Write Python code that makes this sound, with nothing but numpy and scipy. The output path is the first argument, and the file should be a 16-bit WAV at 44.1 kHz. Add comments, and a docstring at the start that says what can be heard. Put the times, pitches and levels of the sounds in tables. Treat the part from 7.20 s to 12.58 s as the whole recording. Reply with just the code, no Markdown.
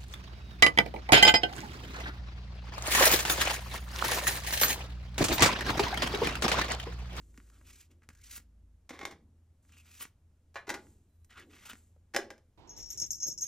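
"""Trading cards, drawn one by one from a fan held in the hand, close to the microphone.
Each card hisses and rasps over its neighbours, flicks free, then clatters into one of three tins
lined with plastic trays, a little farther off; the tin rings briefly. Skin brushes the cards.
Heard from a close pair of microphone ports above the table, in a small room where bass lingers,
with a low hum, a drone that comes and goes and, briefly, a faint whine."""
import sys
import numpy as np
from scipy import signal
from scipy.fft import rfft, irfft
from scipy.io import wavfile
from scipy.ndimage import uniform_filter1d, map_coordinates

SR = 44100
rng = np.random.default_rng(int(sys.argv[2]) if len(sys.argv) > 2 else 0)


def wrap_up_sound(samples):
    """Save the sound to the file named by the first command line argument, as 16-bit audio."""
    columns = np.atleast_2d(samples).T
    # keep every value between -1 and 1, then stretch to whole-number steps
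    tamed = np.clip(columns, -1, 1)
    steps = np.round(tamed * 32767).astype(np.int16)
    wavfile.write(sys.argv[1], SR, steps)


N = 237070
T = np.arange(N) / SR
HZ = np.fft.rfftfreq(N, 1 / SR)

# Pushes of a card over its neighbours. Each row: start and length in seconds, final level and swell
# in dB, offset of the bend in dB, the card's note in Hz, offset of that note in dB.
STROKES = [ (0.152, 0.14, -76, 1, -8, 1450, -5), (0.313, 0.13, -84.5, -16, 0.5, 1300, -1.5),
           (0.436, 0.067, -59.5, 9.5, -1, 2500, -10.5), (0.513, 0.12, -63, 0.5, -8, 2320, -11),
           (0.699, 0.019, -74, -6, 1, 2260, -7), (0.9, 0.14, -69.5, 6, -7, 1540, -5),
           (1, 0.14, -50.5, 17.5, -9.5, 2150, -19), (1.142, 0.031, -48.5, 1, -9.5, 1480, -18),
           (2.476, 0.033, -75.5, -2, 3.5, 2670, -19), (2.508, 0.031, -68, 1, 4, 2600, -1.5),
           (2.553, 0.056, -68, -1.5, -1.5, 2580, 0.5), (2.617, 0.072, -67.5, 9, 1.5, 2300, -5),
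           (2.682, 0.122, -56.5, 3.5, -8, 2435, -13), (2.789, 0.039, -47, 6.5, 0, 1510, -12),
           (4.091, 0.048, -71, -5, 10, 1830, 1.5), (4.137, 0.046, -69.5, 11, 17, 1340, 17.5),
           (4.189, 0.023, -68, -14.5, 16, 1850, 8.5), (4.289, 0.16, -65.5, 4, 6.5, 1950, -4),
           (4.45, 0.028, -56.5, -12, 4, 930, -16), (4.48, 0.027, -53, -4, 6.5, 1410, -2)]
# Card edges flicking past each other, and skidding on a tray's lip.
# Each row: start in seconds, level, thud and snap in dB, contact time in seconds.
FLICKS = [(.142, -67, -16, -13, 0.0032), (.1756, -52.5, -51, -5.5, 0.0022),
          (.2015, -59.5, -48, -25, 0.00043), (.2998, -62, -4, 1, .002), (.412, -58, 6, -59, 0.003),
          (.8196, -64, 1, -21, 0.0035), (.831, -62, -9, -10, 0.01), (.8895, -48, 2.5, -2, 0.00078),
          (.901, -53.5, 2, -12, 0.0058), (.9503, -61.5, -8, 4, 0.0017), (1.177, -46.5, 0, 4, 0.0032),
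          (1.199, -60, 7, -9, 0.0028), (2.521, -61, -14, 7, 0.0036), (2.852, -47, -2, -9, .0025),
          (4.046, -62, -27.5, 14, .0015), (4.110, -64, -36, -16, 0.0039), (4.532, -45.5, 5, -8, 0.0024)]
SKIDS = [(3.3425, -59.5, -0.5, 3.5, 0.0058), (3.3565, -41.5, -3, -15.5, 0.0038),
         (3.361, -40, -21, -20, 0.017)]
# An edge strikes the tray, then the face flops down. Each row: start in seconds, strike level and
# snap in dB, contact time in seconds, flop level in dB, flop delay in seconds.
LANDINGS = [(1.692, -46.5, 5, 0.0051, -43, 0.012), (1.726, -49, -8.5, 0.046, -52.5, .01),
            (1.791, -48, -4, 0.0017, -51, 0.0091), (1.8111, -43.5, -12.5, 0.0061, -43.5, 0.018),
            (1.8528, -36, -2, 0.0015, -46.5, 0.017), (1.91, -51, 2, 0.0058, -52, .012),
            (3.469, -51.5, -3.5, .0066, -43, 0.0084), (3.4917, -34, 3, 0.0048, -47.5, 0.0059),
            (3.4949, -40, -3.5, 0.0032, -48.5, 0.0036), (3.502, -32.5, -4, .0025, -38, 0.0079),
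            (3.5403, -37, -2.5, 0.0056, -44.5, 0.011), (4.9373, -42.5, -1, .014, -50, .005),
            (4.9468, -36.5, -3.5, 0.0017, -39.5, 0.0045), (4.963, -26.5, 2, 0.0018, -41.5, 0.0045),
            (4.9674, -34.5, -7, 0.00053, -42, 0.017), (5.104, -47, -2.5, 0.002, -52.5, 0.0048),
            (5.1799, -66, 3, 0.0017, -93, .005)]
# The times in seconds from which the cards fall into the next tin.
NEXT_TIN_AT = [3, 4]
# Modes of the three tins, damped by their trays (a list for each), and of a tray's lip.
# Each row: frequency and width in Hz, relative gain in dB.
TIN_MODES = [
    [(195, 100, 4), (400, 140, -5), (644, 34, 3.5), (794, 37, -6), (1104, 100, 2), (1750, 56, 1),
     (2143, 220, 10.5), (3500, 400, 4), (5440, 250, -7)],
    [(215, 80, 0), (370, 40, 6), (575, 30, -4), (815, 60, 3.5), (940, 40, -2), (1130, 69, -8),
     (1448, 33, 4), (1610, 68, -3), (2020, 130, 7.5), (2490, 70, 0), (3980, 200, -4)],
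    [(345, 55, 4), (396, 42, 8.5), (540, 60, 9.5), (635, 40, 0), (690, 50, 0), (807, 45, 2),
     (1720, 220, 7.5), (2010, 90, 6.5), (2280, 140, 1), (3000, 130, 0), (5250, 260, 2)],
]
LIP_MODES = [(530, 60, 2.5), (850, 82, -2), (1090, 24, 5.5), (1710, 30, 9.5), (1870, 40, 5.5),
             (2410, 70, 7.5), (2833, 50, 6.5), (2900, 45, -3.5), (4030, 82, 6)]
# Skin brush, card flex and low rumble from a grip change, or bass lingering in the room after a card
# lands. Each row: start and length in seconds, then brush, rumble and flex in dB.
RUSTLES = [(-0.03, 0.57, -73, -72.5, -76), (0.687, 0.044, -87, -70, -73), (1.152, 0.34, -100, -75.5, -93),
           (1.858, 0.25, -100, -67.5, -83.5), (2.418, 0.26, -75, -75.5, -100.5),
           (3.562, 0.15, -69.5, -67, -71), (4.169, 0.17, -79, -71, -64.5), (4.408, 0.18, -67, -77.5, -77)]
# A fingertip bumps the fan. Each row: start in seconds, peak level in dB, pitch in Hz.
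BUMPS = [(.18, -47.5, 269), (4.763, -59, 482)]
# Tone colours. Each row: frequency in Hz, relative level in dB.
FACE_HISS = [(100, -34), (600, -84), (1500, -1.5), (2400, 1), (3500, 0), (5000, 2.5), (7000, 6),
             (9500, 4.5), (12000, 4.5), (16000, -20)]
EDGE_FIZZ = [(3000, -70), (6000, -41), (8500, 33.5), (12000, 31), (15500, 20)]
BEND_RASP = [(60, -36), (200, 5), (600, -5), (800, -2.5), (950, 0.5), (1100, 3.5), (1400, 8.5), (1750, 0),
             (2200, 5), (3000, 7), (5000, -7), (9000, -7), (16000, -126)]
CARD_CLICK = [(60, -5.5), (200, 7), (450, -5), (700, -9.5), (1400, 2), (2200, 2), (3500, -10), (7000, -1.5),
              (11000, -3.5), (16000, -23)]
TRAY_KNOCK = [(60, -11.5), (170, -9), (370, -2), (700, -0.5), (1100, -1), (1900, -3), (3000, -8.5),
              (4500, -8), (5250, -7), (6300, -6), (9000, -9.5), (11000, -12), (12500, -14), (16000, -36.5)]
SKIN_BRUSH = [(1000, -12.5), (4000, -11.5), (5500, -10.5), (7500, 1), (9500, -2.5), (12000, -3),
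              (15000, -34)]
LOW_RUMBLE = [(60, -3.5), (130, 5), (250, 5.5), (380, -12.5), (600, -23.5), (1200, -25.5), (3000, -56),
              (16000, -100)]
ROOM_AIR = [(20, -92), (45, -92.5), (85, -85), (130, -99), (250, -103), (500, -112), (1000, -119),
            (2000, -125), (4500, -130), (8000, -127), (11500, -128), (13000, -135), (16000, -146)]
# Swells of the low drone. Each row: start and length in seconds, final level and swell in dB.
DRONE_SWELLS = [(-.05, 0.58, -61.5, -6), (0.92, .63, -60, 1)]
# Partials of the thin whine. Each row: frequency in Hz, relative level in dB.
WHINE_PARTIALS = [(4000, -97), (6000, -101), (8000, -98), (9000, -93), (10000, -84), (14000, -92)]
# The small room's tail. Each row: frequency in Hz, seconds to fall by 60 dB.
ROOM_DECAY = [(100, 0.5), (400, 0.35), (1500, 0.22), (4000, 0.23), (8000, 0.18), (16000, 0.16)]
# Phase between the microphone ports. 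Each row: frequency in Hz, lead of the left port in radians.
PORT_LEAD = [(20, .02), (400, .08), (800, .12), (1600, .05), (2800, .45), (4200, .5), (4820, 1.2),
             (5080, -.1), (7000, 1.55), (9500, 2.9), (10700, 3.3), (11700, 3.8), (13000, 4.9), (14200, 6.1),
             (16000, 6.35)]


def sliding(face, bend):
    """Card faces hiss and rasp; the edge's fizz grows fastest as the card speeds up."""
    fizz = friction(EDGE_FIZZ, catches_per_s=2500, grit=.5, flutter_db=1.2)
    hiss = friction(FACE_HISS, catches_per_s=1300, grit=.65, flutter_db=-3.5)
    rasp = friction(BEND_RASP, catches_per_s=1100, grit=.98, flutter_db=3)
    fizz_gain = amp(-54) * (face / amp(-51.5)) ** 3.2
    return amp(1) * face * hiss + fizz_gain * fizz + amp(-3) * bend * rasp


def scraping(gain, width_hz=320, rise_octaves_per_s=.4):
    """Slips excite the bent card, whose note rises as its free length shortens during a push."""
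    start, length, *_, hz, _ = np.transpose(STROKES)
    stroke = np.maximum(np.searchsorted(start, T) - 1, 0)
    pushed_s = np.clip(T - start[stroke], 0, length[stroke])
    note_hz = hz[stroke] * 2 ** (rise_octaves_per_s * pushed_s)
    return gain * evened(resonate(resonate(noise(), note_hz, width_hz), note_hz, 2 * width_hz))


def pressure():
    """Gains over time of the face hiss, the rasp and the card's note: one push drives all three."""
    power = np.zeros((3, N))
    for start, length, db, swell_db, bend_db, _, note_db in STROKES:
        push = envelope(start, length, db, swell_db, attack_s=.019, release_s=.015)
        power += np.outer(amp([0, bend_db, note_db]), push) ** 2
    return np.sqrt(power)


def ticks(per_s=17, most_per_rustle=24, spread_db=6):
    """Card edges catch at random during each rustle, harder the louder the skin's brush."""
    out = np.zeros(N)
    for start, length, brush_db, *_ in RUSTLES:
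        wait, size = rng.exponential(1, (most_per_rustle, 2)).T
        times = start + np.cumsum(wait) / per_s
        levels_db = brush_db - 1.5 + spread_db * np.minimum(size, 2)
        for s, db in zip(times, levels_db):
            if 0 < s < start + length:
                add(out, s, contact(CARD_CLICK, db, thud_db=-4, snap_db=-12, contact_s=.00068))
    return out


def bumps(width_hz=190, contact_s=.0016):
    """A soft fingertip gives the fan a short, dull knock."""
    out = np.zeros(N)
    for s, db, hz in BUMPS:
        push = blows([(s, 0, 0, 0, contact_s)], CARD_CLICK)
        knock = resonate(resonate(push, hz, width_hz), hz, width_hz)
        out += amp(db) * knock / abs(knock).max()
    return out


def landings():
    """Each card lands in its own tin, edge first, then soft and dull on its face; the tin rings."""
    knocks = np.zeros((len(TIN_MODES), N))
    for s, db, snap_db, contact_s, flop_db, delay in LANDINGS:
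        tin = knocks[np.searchsorted(NEXT_TIN_AT, s)]
        add(tin, s, contact(TRAY_KNOCK, db, thud_db=-7.5, snap_db=snap_db, contact_s=contact_s))
        add(tin, s + delay, contact(TRAY_KNOCK, flop_db, thud_db=13, snap_db=-6.5, contact_s=.0084))
    return sum(amp(-1) * tin + amp(-.5) * ring(tin, modes) for tin, modes in zip(knocks, TIN_MODES))


def skid():
    """One card's edge skids over a tray's lip on the way in and sets it ringing."""
    knocks = blows(SKIDS, TRAY_KNOCK)
    return amp(1) * knocks + amp(2) * ring(knocks, LIP_MODES)


def rustle_and_rumble(hold_brush_db=-96, hold_rumble_db=-82, flex_hz=308, flex_width_hz=190):
    """Skin brushes, the fan flexes hollowly; bass rumbles with a grip change or lingers after a landing."""
    power = np.zeros((3, N))
    power[:2] += amp([[hold_brush_db], [hold_rumble_db]]) ** 2
    for start, length, *levels_db in RUSTLES:
        swell = envelope(start, length, 0, 0, attack_s=.014, release_s=.078)
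        power += np.outer(amp(levels_db), swell) ** 2
    brush, rumble, flex = np.sqrt(power)
    skin = friction(SKIN_BRUSH, catches_per_s=3000, grit=.44, flutter_db=1)
    bass = friction(LOW_RUMBLE, catches_per_s=620, grit=.22, flutter_db=0)
    fan = evened(resonate(resonate(noise(), flex_hz, flex_width_hz), flex_hz, flex_width_hz))
    return brush * skin + rumble * bass + flex * fan


def friction(spectrum, catches_per_s, grit, flutter_db):
    """Countless tiny slips, a few larger catches of fibre, and uneven finger pressure."""
    catches = rng.uniform(-1, 1, N) * (rng.random(N) < catches_per_s / SR)
    slips = (noise() + grit * evened(catches)) * amp(flutter_db * wander(68))
    return evened(coloured(slips, spectrum))


def contact(spectrum, db, thud_db, snap_db, contact_s, thud_hz=298, snap_hz=3800, size=4096):
    """One blow: a brief burst of chatter; a flat landing adds thud, a stiff edge adds snap."""
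    t, hz = np.arange(size) / SR, abs(np.fft.fftfreq(size, 1 / SR))
    rise = 1 - np.exp(-t / (contact_s * .14 + 1e-4))
    burst = rng.standard_normal(size) * rise * np.exp(-t / max(contact_s, 5e-4))
    burst_power = uniform_filter1d(abs(np.fft.fft(burst)) ** 2, size=41, mode="wrap")
    thud = thud_db * np.exp(-np.log2((hz + 1) / thud_hz) ** 2)
    snap = snap_db * hz ** 3 / (hz ** 3 + snap_hz ** 3)
    log_gain = np.log(amp(read(spectrum, hz) + thud + snap) / np.sqrt(burst_power + 1e-12))
    # minimum phase: nothing sounds before the blow
    taps = np.fft.ifft(np.exp(np.conj(signal.hilbert(log_gain)))).real[:size // 2]
    blow = signal.fftconvolve(burst, taps)
    return amp(db) * blow * np.sqrt(.004 * SR / np.sum(blow ** 2))  # the energy of 4 ms at this level


def blows(rows, spectrum):
    """A track of contacts."""
    out = np.zeros(N)
    for s, *blow in rows:
        add(out, s, contact(spectrum, *blow))
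    return out


def ring(x, modes):
    """The modes of a struck body, driven by x."""
    return sum(amp(db) * resonate(x, hz, width) for hz, width, db in modes)


def table_echo(x, delay_s=.001532, strength=.047, drift=.023):
    """The table top returns the cards' sound a moment later, a comb that shifts as the hands move."""
    lag = delay_s * SR * (1 + drift * wander(.86))
    return x + strength * map_coordinates(x, [np.arange(N) - lag], order=3)


def room(x, tail_db, near_db, spread, near_decay_s=.0079, echoes_per_s=4000):
    """Quick echoes off the table and tins, then the room's tail; the two ports hear the same bass."""
    t = np.arange(SR // 2) / SR
    signs = rng.choice([-1., 1.], (4, len(t)))
    echoes = signs * (rng.random(signs.shape) < echoes_per_s / SR) * (t > .002)
    hz, at, bands = signal.stft(echoes[:2], SR, nperseg=256)
    decay = np.exp(-np.log(1000) * at / read(ROOM_DECAY, hz)[:, None])
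    tail = signal.istft(bands * decay, SR, nperseg=256)[1][:, :len(t)]
    near = echoes[2:] * np.exp(-t / near_decay_s)
    mid, side = (amp(tail_db) * tail / np.linalg.norm(tail[0])
                 + amp(near_db) * near / np.linalg.norm(near[0]))
    side = spread * highpass(side, 700)
    return x + signal.fftconvolve(x[None], np.array([mid + side, mid - side]), axes=1)[:, :N]


def air():
    """Room air reaches both ports alike; each port has a little hiss of its own."""
    shared, *own = [coloured(noise(), ROOM_AIR) * np.sqrt(SR / 2) for _ in range(3)]
    return amp(-.5) * shared + amp(-2) * highpass(own, 1500)


def hum():
    """The room's low hum, wavering in level and pitch."""
    return amp(-67.5 + 4 * wander(40)) * tone(hz=81.7, waver_hz=.81)


def drone(rest_db=-78):
    """A deeper drone swells and sinks back to a faint resting level."""
    swells = sum(envelope(*row, attack_s=.074, release_s=.09) for row in DRONE_SWELLS)
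    return np.hypot(swells, amp(rest_db)) * tone(hz=54.3, waver_hz=1)


def whine():
    """A faint, thin whine comes up once, each partial flickering on its own."""
    partials = sum(amp(db + 3 * wander(25)) * tone(hz, waver_hz=14) for hz, db in WHINE_PARTIALS)
    return partials * envelope(start=3.87, length=.5, db=-2.5, swell_db=-2, attack_s=.04, release_s=.1)


def tone(hz, waver_hz):
    """A sine of rms 1 with an unsteady pitch."""
    return np.sqrt(2) * np.sin(2 * np.pi * np.cumsum(hz + waver_hz * wander(6)) / SR)


def envelope(start, length, db, swell_db, attack_s, release_s):
    """Rises, changes by swell_db to reach db at the end of its length, then dies away."""
    t = T - start
    hold = amp(db + swell_db * (np.clip(t / length, 0, 1) - 1))
    return np.clip(t / attack_s, 0, 1) * hold * np.exp(-np.maximum(t - length, 0) / release_s)


def resonate(x, hz, width_hz):
    """A resonance of gain 1 that can follow a curve hz."""
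    turn = np.exp(2j * np.pi * np.cumsum(hz * np.ones(N)) / SR)
    pole = np.exp(-np.pi * width_hz / SR)
    return 2 * (turn * signal.lfilter([1 - pole], [1, -pole], x / turn + 1e-18)).real


def highpass(x, hz):
    """A gentle bass cut."""
    return signal.sosfilt(signal.butter(1, hz, "high", fs=SR, output="sos"), x)


def coloured(x, spectrum):
    """Filters x by a tone colour."""
    return irfft(rfft(x) * amp(read(spectrum, HZ)), N)


def noise():
    """White noise of rms 1."""
    return rng.standard_normal(N)


def wander(rate_hz):
    """A slow random curve of rms 1."""
    return evened(irfft(rfft(noise()) * np.exp(-(HZ / rate_hz) ** 2), N))


def amp(db):
    """Decibels to gain."""
    return 10 ** (np.asarray(db) / 20)


def evened(x):
    """Scales to rms 1."""
    return x / np.sqrt(np.mean(x ** 2) + 1e-20)


def read(points, hz):
    """A table's value on a log-frequency axis."""
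    f, value = np.transpose(points)
    return np.interp(np.log(hz + 1), np.log(f + 1), value)


def add(mix, s, sound):
    """Mixes a sound in at s seconds."""
    part = mix[round(s * SR):][:len(sound)]
    part += sound[:len(part)]


def scene():
    """Cards in the hand are close to the microphone and fairly dry; the tins lie farther off."""
    face, bend, note = pressure()
    cards = sliding(face, bend) + scraping(note) + blows(FLICKS, CARD_CLICK) + ticks() + bumps()
    in_hand = room(table_echo(cards), tail_db=-15, near_db=-10.5, spread=.35)
    in_tins = room(landings() + skid(), tail_db=-8.5, near_db=-9.5, spread=.32)
    return in_hand + in_tins + rustle_and_rumble() + air() + hum() + drone() + whine()


def record(dry, band_edge_hz=15950):
    """Two microphone ports above the table: treble reaches the left one first; the very top is cut."""
    turn = np.exp(.5j * read(PORT_LEAD, HZ))
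    ports = irfft(rfft(dry, axis=1) * np.array([turn, turn.conj()]), N, axis=1)
    lowpass = signal.firwin(511, band_edge_hz, window=("kaiser", 9), fs=SR)
    return signal.oaconvolve(ports, lowpass[None], "same")


dry = scene()
out = record(dry)
wrap_up_sound(out)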